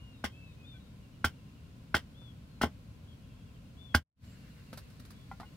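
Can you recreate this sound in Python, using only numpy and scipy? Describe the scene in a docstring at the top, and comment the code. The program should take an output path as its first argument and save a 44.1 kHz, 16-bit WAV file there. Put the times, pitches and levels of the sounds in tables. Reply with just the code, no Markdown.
"""Trimming bamboo with a machete

A machete trims a length of bamboo standing on a wooden stump, outdoors.
Chops and bumps are damped modes with bursts of filtered noise grains for torn fibre and scuffs.
The piece is turned in a rubbing glove and set down again, both made of shaped noise and taps.
Small birds whistle far off as gliding sine tones, over a low rumble of coloured noise."""
import sys
import numpy as np
from scipy import signal
from scipy.fft import rfft, irfft
from scipy.io import wavfile

SR = 44100
rng = np.random.default_rng(int(sys.argv[2]) if len(sys.argv) > 2 else 0)


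def log_audio(samples):
    """Write samples as a 16-bit WAV file to the path given in sys.argv[1]."""
    # one column per channel
    frames = np.atleast_2d(samples).T
    # limit to full scale, then quantise
    limited = np.clip(frames, -1, 1)
    pcm = np.round(limited * 32767).astype(np.int16)
    wavfile.write(sys.argv[1], SR, pcm)


N = 245195
TIME = np.arange(N) / SR  # s, the whole scene
AGE = TIME[:SR // 3]  # s since the onset of one short sound

# Open air. Each row: frequency in Hz, level in dB per Hz.
AIR_SPECTRUM = [(15, -53.5), (25, -19.5), (59, -4), (119, -2), (260, -11.5), (359, -24.5), (509, -23),
                (895, -33.5), (1050, -27), (1170, -35), (1410, -30.5), (1800, -37.5), (2700, -33),
                (5730, -42.5), (15500, -51)]
AIR_DB, AIR_PAN_DB = -51, 1
# Left-right likeness of the air. Each row: frequency in Hz, likeness from 0 to 1.
AIR_LIKENESS = [(60, 0.97), (250, 0.92), (700, 0.18), (2000, 0), (6000, 0)]
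# Left-right likeness of the splintering. Each row: frequency in Hz, likeness from 0 to 1.
SPLINTER_LIKENESS = [(300, 0.98), (900, .88), (1500, .7), (2200, 0.97), (10000, 0.22)]

# Glove rubbing on the culm. Each row: frequency in Hz, level in dB per Hz.
RUB_SPECTRUM = [(300, -16), (1000, -9), (1600, -2), (2300, 0.5), (3300, -8), (4200, 0), (6000, -10),
                (15500, -14)]
# The steady grip, and the slide through the glove that is strongest at first.
GRIP_DB, SLIDE_DB, SLIDE_FADE_DB_PER_S = -76, -67.5, 1.5
SLIDE_START_S, SLIDE_ATTACK_S = 4.15, 0.078
# Short feeding strokes through the glove. Each row: frequency in Hz, level in dB per Hz.
STROKE_SPECTRUM = [(1000, -20), (1500, 2), (2200, -1), (2800, -16), (8000, -35)]
STROKE_START_S, STROKE_EVERY_S, STROKE_S, STROKE_DB = 4.30, 0.125, 0.089, -68.5

# Arched whistles. Each row: start in seconds, length in seconds, held pitch in Hz, level in dB,
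# left-minus-right pan in dB.
ARCHED_WHISTLES = [(-.03, 0.22, 2894, -55, 1), (0.321, .21, 2672, -51.5, 3), (0.567, 0.108, 2554, -56, 1),
                   (0.633, 0.16, 3695, -51, 7.5), (.72, .06, 2395, -57.5, 5), (2.138, 0.2, 3585, -55, 14),
                   (3.072, 0.081, 3400, -58, 5), (3.764, 0.2, 3595, -54, 14.5)]
# An arch opens and closes below its held pitch by these shares of its height over rest.
REST_HZ, SCOOP, SAG = 2110, 0.37, 0.26
# Whistles that slide down onto their pitch. Each row: start in seconds, held pitch in Hz, level in dB.
SLURRED_WHISTLES = [(.11, 3660, -62), (.435, 3670, -63), (.755, 3700, -64), (2.47, 4030, -67)]
SLUR_S, SLUR_OPENING_RATIO, SLUR_PAN_DB = 0.15, 1.18, 8
# Level peeps. Each row: start in seconds, length in seconds, pitch in Hz, level in dB.
LEVEL_PEEPS = [(0.256, 0.14, 3230, -60), (.738, .044, 1520, -57.5), (4.235, .14, 7520, -64),
               (5.132, .14, 3440, -61.5), (5.45, 0.049, 2870, -55)]

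# Blade blows. Each row: start in seconds, culm level in dB, culm pitch ratio, stump knock in dB,
# tearing length in seconds, tearing tilt in dB per octave (well above 1 kHz), left-minus-right pan in dB.
BLADE_BLOWS = [(0.2392, -27, 1.02, -26.5, 0.013, -1.5, 0), (1.2427, -13, 1.003, -25, 0.0099, 1, 0),
               (1.9429, -11.5, 1.01, -23, 0.018, -0.8, -0.2), (2.6125, -21, 0.95, -25, 0.021, 0.3, 1.2),
               (2.6341, -20.5, .98, -18, 0.011, -8.5, 0.7), (3.9426, -23.5, 1.2, -37.5, .005, 0, -2),
               (3.946, -8.7, 1.03, -19.3, 0.007, 1.6, -1)]
# Hollow bamboo under the edge. Each row: mode frequency in Hz, level in dB, t60 in seconds.
CULM_MODES = [(1093, -7, 0.016), (1392, -5, 0.039), (1549, -0.5, .026), (1708, -13.5, 0.0057),
              (2081, -11, 0.031), (2500, -25, 0.058), (2775, -21.5, 0.045), (3070, -39.5, 0.056),
              (3310, -26.5, 0.057), (4030, -25.5, 0.049), (5320, -23.5, 0.03)]
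# Wooden stump. Each row: mode frequency in Hz, level in dB, t60 in seconds.
STUMP_MODES = [(205.6, -1.5, 0.041), (260, -0.5, 0.044), (405, -11, 0.045), (630, 0.5, 0.019),
               (699, 0.5, 0.022), (825, -6.5, 0.065), (1076, -11.5, 0.024)]
# Soil under the stump. Each row: mode frequency in Hz, level in dB, t60 in seconds.
SOIL_MODES = [(76.7, -0.5, 0.12), (112, -6.5, .06)]
# Free blade. Each row: mode frequency in Hz, level in dB, t60 in seconds.
BLADE_MODES = [(4838, 0, .055), (6230, -15, .05), (8760, -10, .06)]
# Torn bamboo fibre. Each row: frequency in Hz, level in dB per Hz.
FIBRE_SPECTRUM = [(200, -2), (600, -3.5), (1500, -5.5), (2100, -0.5), (2500, -13), (3100, 2), (3900, -12),
                  (5300, -6.5), (6600, -15.5), (9000, -15), (12000, -17), (15500, -18)]
SNAPS_PER_S = 7000  # mean rate of grains in tearing and scuffing
TEAR_DB, TEAR_FOLLOWS = -27, 0.26  # tearing under a 0 dB blow; share of the blow's dB that it follows
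# Soil against the mean of culm and stump; a long tear uses up the swing.
THUD_DB, THUD_LOSS_DB_PER_S, THUD_DELAY_S = 0.5, 560, 0.0028
FREE_RING_S, FREE_RING_DB = 3.9475, -25.5  # the last chop cuts through and leaves the blade ringing

# Runs of short falling notes. Each row: start in seconds, end in seconds, notes per second,
# first pitch in Hz, level in dB.
TWITTER_RUNS = [(1.026, 1.72, 11.5, 2918, -63.5), (3.201, 3.72, 11.4, 2800, -64.5),
                (3.22, 3.58, 13, 3290, -65.5), (4.26, 4.87, 12.8, 2830, -61.5)]
# A note starts above and ends below its pitch by the share NOTE_FALL; the whole run sinks.
NOTE_S, NOTE_FALL, RUN_SAG_HZ_PER_S = 0.055, 0.06, 220

# Bumps of the cut end on the stump. Each row: start in seconds, knock in dB, pitch ratio,
# scuff in dB, scuff tilt in dB per octave (well above 1 kHz).
END_BUMPS = [(2.216, -55, 0.67, -58, -5), (4.7285, -42, 0.65, -45.5, -0.5), (4.774, -48.5, 0.73, -45.5, 2),
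             (5.3136, -35.5, 0.99, -53.5, -2.5), (5.399, -41.5, 0.86, -46.5, -2.5)]
# Cut end of the culm. Each row: mode frequency in Hz, level in dB, t60 in seconds.
CUT_END_MODES = [(550, -25, 0.032), (798, -2, 0.056), (1038, -4, 0.036), (1413, -9.5, 0.08),
                 (2020, -15, 0.081), (2410, -20, 0.026), (3260, -24, 0.039)]
# Cut fibres dragging on wood. Each row: frequency in Hz, level in dB per Hz.
SCUFF_SPECTRUM = [(200, 25), (600, -6), (1300, 12), (2000, 3.5), (3000, -0.5), (4600, 4.5), (6800, -5),
                  (11000, -1.5), (15500, -7)]
SCUFF_S = 0.0073
REBOUND_S, REBOUND_DB = 0.016, -1.5  # two rocks after the last bump: spacing, level against the bump
# Light scrapes of the turning piece. Each row: start in seconds, level in dB.
LIGHT_SCRAPES = [(4.9, -60.5), (4.996, -54.5), (5.05, -56), (5.104, -52.5)]
SCRAPE_S, SCRAPE_TILT_DB = 0.0052, 1.5

# Brief dip in level after the last chop. 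Each row: time in seconds, level in dB.
LEVEL_DIP = [(3.98, 0), (4.027, -8), (4.042, -40), (4.148, -44), (4.172, -18), (4.245, 0)]
TOP_CUTOFF_HZ = 15750
WORK_LEAD_S, BIRD_LEAD_S = 0.000039, 0.0001  # how far the left channel runs ahead


def from_db(db):
    """Decibels to gain."""
    return 10 ** (np.asarray(db) / 20)


def rms_one(x):
    """Scale to unit power."""
    return x / np.sqrt(np.mean(x ** 2) + 1e-20)


def curve(rows):
    """A table of (s, value) at every sample."""
    return np.interp(TIME, *np.transpose(rows))


def at_hz(points, hz):
    """A table of (Hz, value) read on a log-frequency axis."""
    f, value = np.transpose(points)
    return np.interp(np.log(hz + 1), np.log(f), value)


def add(track, s, sound):
    """Mix a sound into a track from time s on, cropped to the track."""
    start = int(round(s * SR))
    first, last = max(start, 0), min(start + sound.shape[-1], N)
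    track[..., first:last] += sound[..., first - start:last - start]


def panned(db):
    """Channel gains for a left-minus-right level in dB."""
    return from_db([[db / 2], [-db / 2]])


def placed(x, lead_s):
    """A source off axis arrives in the left channel first."""
    left = np.interp(TIME + lead_s, TIME, x[0])
    return np.array([left, x[1]])


def coloured(x, spectrum, tilt_db=0):
    """Give a noise a tilted spectrum that falls away below its lowest point; rms 1."""
    size = x.shape[-1]
    hz = np.fft.rfftfreq(size, 1 / SR)
    gain = from_db(at_hz(spectrum, hz) + tilt_db * np.log2(1 + hz / 1000))
    low_fall = np.minimum(hz / spectrum[0][0], 1) ** 2
    return rms_one(irfft(rfft(x) * gain * low_fall, size))


def stereo_noise(likeness, size=N):
    """White noise whose two channels are alike by a share that depends on frequency."""
    mid, side = rfft(rng.standard_normal((2, size)))
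    alike = np.clip(at_hz(likeness, np.fft.rfftfreq(size, 1 / SR)), 0, 1)
    return irfft(np.sqrt(1 + alike) * mid + np.sqrt(1 - alike) * side * [[1], [-1]], size)


def scatter(x, likeness, t60, delay_s, dull_hz):
    """Many weak, dull reflections from ground, fence and bushes, as decaying filtered noise."""
    paths = stereo_noise(likeness, size=len(AGE))
    echoes = signal.sosfilt(signal.butter(1, dull_hz, fs=SR, output="sos"), paths)
    echoes = echoes * (AGE > delay_s) * from_db(-60 * AGE / t60)
    response = rms_one(echoes) / np.sqrt(len(AGE))  # unit energy per channel on average
    return signal.fftconvolve(x, response, axes=1)[:, :N]


def open_air():
    """A low rumble and faint hiss: steady noise, alike in both channels only in the bass."""
    return from_db(AIR_DB) * coloured(stereo_noise(AIR_LIKENESS), AIR_SPECTRUM) * panned(AIR_PAN_DB)


def glove():
    """Friction noise: a faint grip throughout, then a louder slide and three strokes as the piece turns."""
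    since_s = np.maximum(TIME - SLIDE_START_S, 0)
    attack = np.minimum(since_s / SLIDE_ATTACK_S, 1)
    slide = attack * from_db(SLIDE_DB - SLIDE_FADE_DB_PER_S * since_s)
    level = np.hypot(from_db(GRIP_DB), slide)  # grip and slide add in power
    out = level * coloured(stereo_noise(AIR_LIKENESS), RUB_SPECTRUM)
    swell = from_db(STROKE_DB) * np.sin(np.pi * np.minimum(AGE / STROKE_S, 1))
    for k in range(3):
        rub = coloured(stereo_noise(SPLINTER_LIKENESS, size=len(AGE)), STROKE_SPECTRUM)
        add(out, STROKE_START_S + k * STROKE_EVERY_S, swell * rub)
    return out


def whistle(length_s, opening_hz, held_hz, closing_hz, slide=0.11, waver=0.0052, flutter_db=2.5):
    """A near-pure note slides onto its held pitch, then bends to its closing pitch, wavering slightly."""
    u = np.linspace(0, 1, int(length_s * SR))  # progress through the note
    knots = np.linspace(0, 1, 16)
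    wobble, flutter = (np.interp(u, knots, row) for row in rng.standard_normal(size=(2, 16)))
    opening = (opening_hz - held_hz) * np.exp(-u / slide)
    closing = (closing_hz - held_hz) * u ** 2
    hz = (held_hz + opening + closing) * (1 + waver * wobble)
    swell = np.tanh(2 * np.sin(np.pi * u)) * from_db(flutter_db * flutter) / 2
    return swell * np.sin(2 * np.pi * np.cumsum(hz) / SR)


def birds():
    """Arches, downward slurs and level peeps from the scrub; the higher an arch, the wider it sweeps."""
    out = np.zeros((2, N))
    for s, length_s, hz, db, pan_db in ARCHED_WHISTLES:
        height_hz = hz - REST_HZ
        note = whistle(length_s, hz - SCOOP * height_hz, hz, hz - SAG * height_hz)
        add(out, s, from_db(db) * panned(pan_db) * note)
    for s, hz, db in SLURRED_WHISTLES:
        note = whistle(SLUR_S, hz * SLUR_OPENING_RATIO, hz, hz, slide=0.22)
        add(out, s, from_db(db) * panned(SLUR_PAN_DB) * note)
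    for s, length_s, hz, db in LEVEL_PEEPS:
        add(out, s, from_db(db) * whistle(length_s, hz, hz, hz, waver=0.008))
    return out


def struck(modes, contact_s, pitch=1):
    """Damped modes of alternating sign, building up over the contact time."""
    rings = np.zeros(len(AGE))
    for k, (hz, db, t60) in enumerate(modes):
        decay = from_db(db - 60 * AGE / t60)
        rings += (-1) ** k * decay * np.sin(2 * np.pi * hz * pitch * AGE)
    return rings * (1 - np.exp(-AGE / contact_s))


def crackle(spectrum, length_s, rise_s, fade_t60, grain_db, clump_db, tilt_db=0):
    """Fibres snap in quick clumps while the edge travels, then the splinters settle."""
    sizes = from_db(grain_db * np.minimum(rng.exponential(1, len(AGE)), 4))
    snaps = sizes * (rng.random(len(AGE)) < SNAPS_PER_S / SR)
    knots = AGE[::SR // 600]  # about 600 clump levels per second
    clumps = from_db(clump_db * np.interp(AGE, knots, rng.uniform(-0.85, 1, len(knots))))
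    noise = stereo_noise(SPLINTER_LIKENESS, size=len(AGE))
    grains = coloured(noise * snaps * clumps, spectrum, tilt_db)
    rise = 1 - np.exp(-(AGE / rise_s) ** 2)
    fade = from_db(-60 * np.maximum(AGE - length_s, 0) / fade_t60)
    return grains * rise * fade


def chops():
    """The edge knocks and splits the culm; the rest of the blow passes down into stump and soil."""
    out = np.zeros((2, N))
    for s, culm_db, pitch, stump_db, tear_s, tilt_db, pan_db in BLADE_BLOWS:
        culm = from_db(culm_db) * struck(CULM_MODES, contact_s=0.0012, pitch=pitch)
        stump = from_db(stump_db) * struck(STUMP_MODES, contact_s=0.00049)
        tear = crackle(FIBRE_SPECTRUM, tear_s, rise_s=0.0034, fade_t60=0.093,
                       grain_db=2, clump_db=2.3, tilt_db=tilt_db)
        tear = from_db(TEAR_DB + TEAR_FOLLOWS * culm_db) * tear
        add(out, s, (culm + stump + tear) * panned(pan_db))
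        thud_db = (culm_db + stump_db) / 2 + THUD_DB - THUD_LOSS_DB_PER_S * tear_s
        add(out, s + THUD_DELAY_S, from_db(thud_db) * struck(SOIL_MODES, contact_s=0.0017))
    add(out, FREE_RING_S, from_db(FREE_RING_DB) * struck(BLADE_MODES, contact_s=0.001))
    return out


def twitters():
    """Runs of quick falling notes from farther away, blurred by the trees between."""
    out = np.zeros((2, N))
    for start, end, per_s, first_hz, db in TWITTER_RUNS:
        for beat in np.arange(start, end, 1 / per_s):
            s, pitch = rng.normal([beat, 1], [0.006, 0.012])  # loose timing (s) and pitch ratio
            hz = pitch * (first_hz - RUN_SAG_HZ_PER_S * (beat - start))
            note = whistle(NOTE_S, hz * (1 + NOTE_FALL), hz, hz * (1 - NOTE_FALL), slide=0.26, waver=0.008)
            add(out, s, from_db(db) * note)
    blur = scatter(out, AIR_LIKENESS, t60=0.35, delay_s=0.011, dull_hz=7000)
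    return from_db(-3) * out + from_db(-10.5) * blur


def scuff(length_s, tilt_db):
    """Cut fibres drag briefly over wood, as a short burst of grains."""
    return crackle(SCUFF_SPECTRUM, length_s, rise_s=0.00052, fade_t60=0.095,
                   grain_db=-3, clump_db=0.5, tilt_db=tilt_db)


def taps():
    """The cut end bumps and scrapes on the stump, ringing its own modes, then rocks to rest."""
    out = np.zeros((2, N))
    for s, knock_db, pitch, scuff_db, tilt_db in END_BUMPS:
        knock = from_db(knock_db) * struck(CUT_END_MODES, contact_s=0.00035, pitch=pitch)
        add(out, s, knock + from_db(scuff_db) * scuff(SCUFF_S, tilt_db))
    last_s, last_db = END_BUMPS[-1][:2]
    for k in (1, 2):
        rock = struck(CUT_END_MODES, contact_s=0.00047, pitch=rng.normal(1, 0.048))
        add(out, last_s + k * REBOUND_S, from_db(last_db + REBOUND_DB) * rock)
    for s, db in LIGHT_SCRAPES:
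        add(out, s, from_db(db) * scuff(SCRAPE_S, SCRAPE_TILT_DB))
    return out


def scene():
    """Work on the stump and birdsong, each with its reflections, in the open air."""
    song = placed(birds(), BIRD_LEAD_S)
    song_echo = scatter(song, AIR_LIKENESS, t60=0.25, delay_s=0.021, dull_hz=5000)
    song = from_db(-1) * song + from_db(-17) * song_echo
    work = placed(chops() + taps(), WORK_LEAD_S)
    work_echo = scatter(work, SPLINTER_LIKENESS, t60=0.093, delay_s=0.011, dull_hz=4000)
    work = work + from_db(-20.5) * work_echo
    return open_air() + glove() + song + work + twitters()


def record(dry, dip_split_hz=250, treble_depth=1.26):
    """The brief dip takes the treble down further than the bass; the top is cut."""
    bass = signal.sosfilt(signal.butter(2, dip_split_hz, fs=SR, output="sos"), dry)
    bass_dip = from_db(curve(LEVEL_DIP))
    treble_dip = bass_dip ** treble_depth  # multiplies the dip's dB
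    dipped = bass * (bass_dip - treble_dip) + dry * treble_dip
    top_cut = signal.ellip(10, 0.2, 70, TOP_CUTOFF_HZ, fs=SR, output="sos")
    return signal.sosfilt(top_cut, dipped)


dry = scene()
out = record(dry)
log_audio(out)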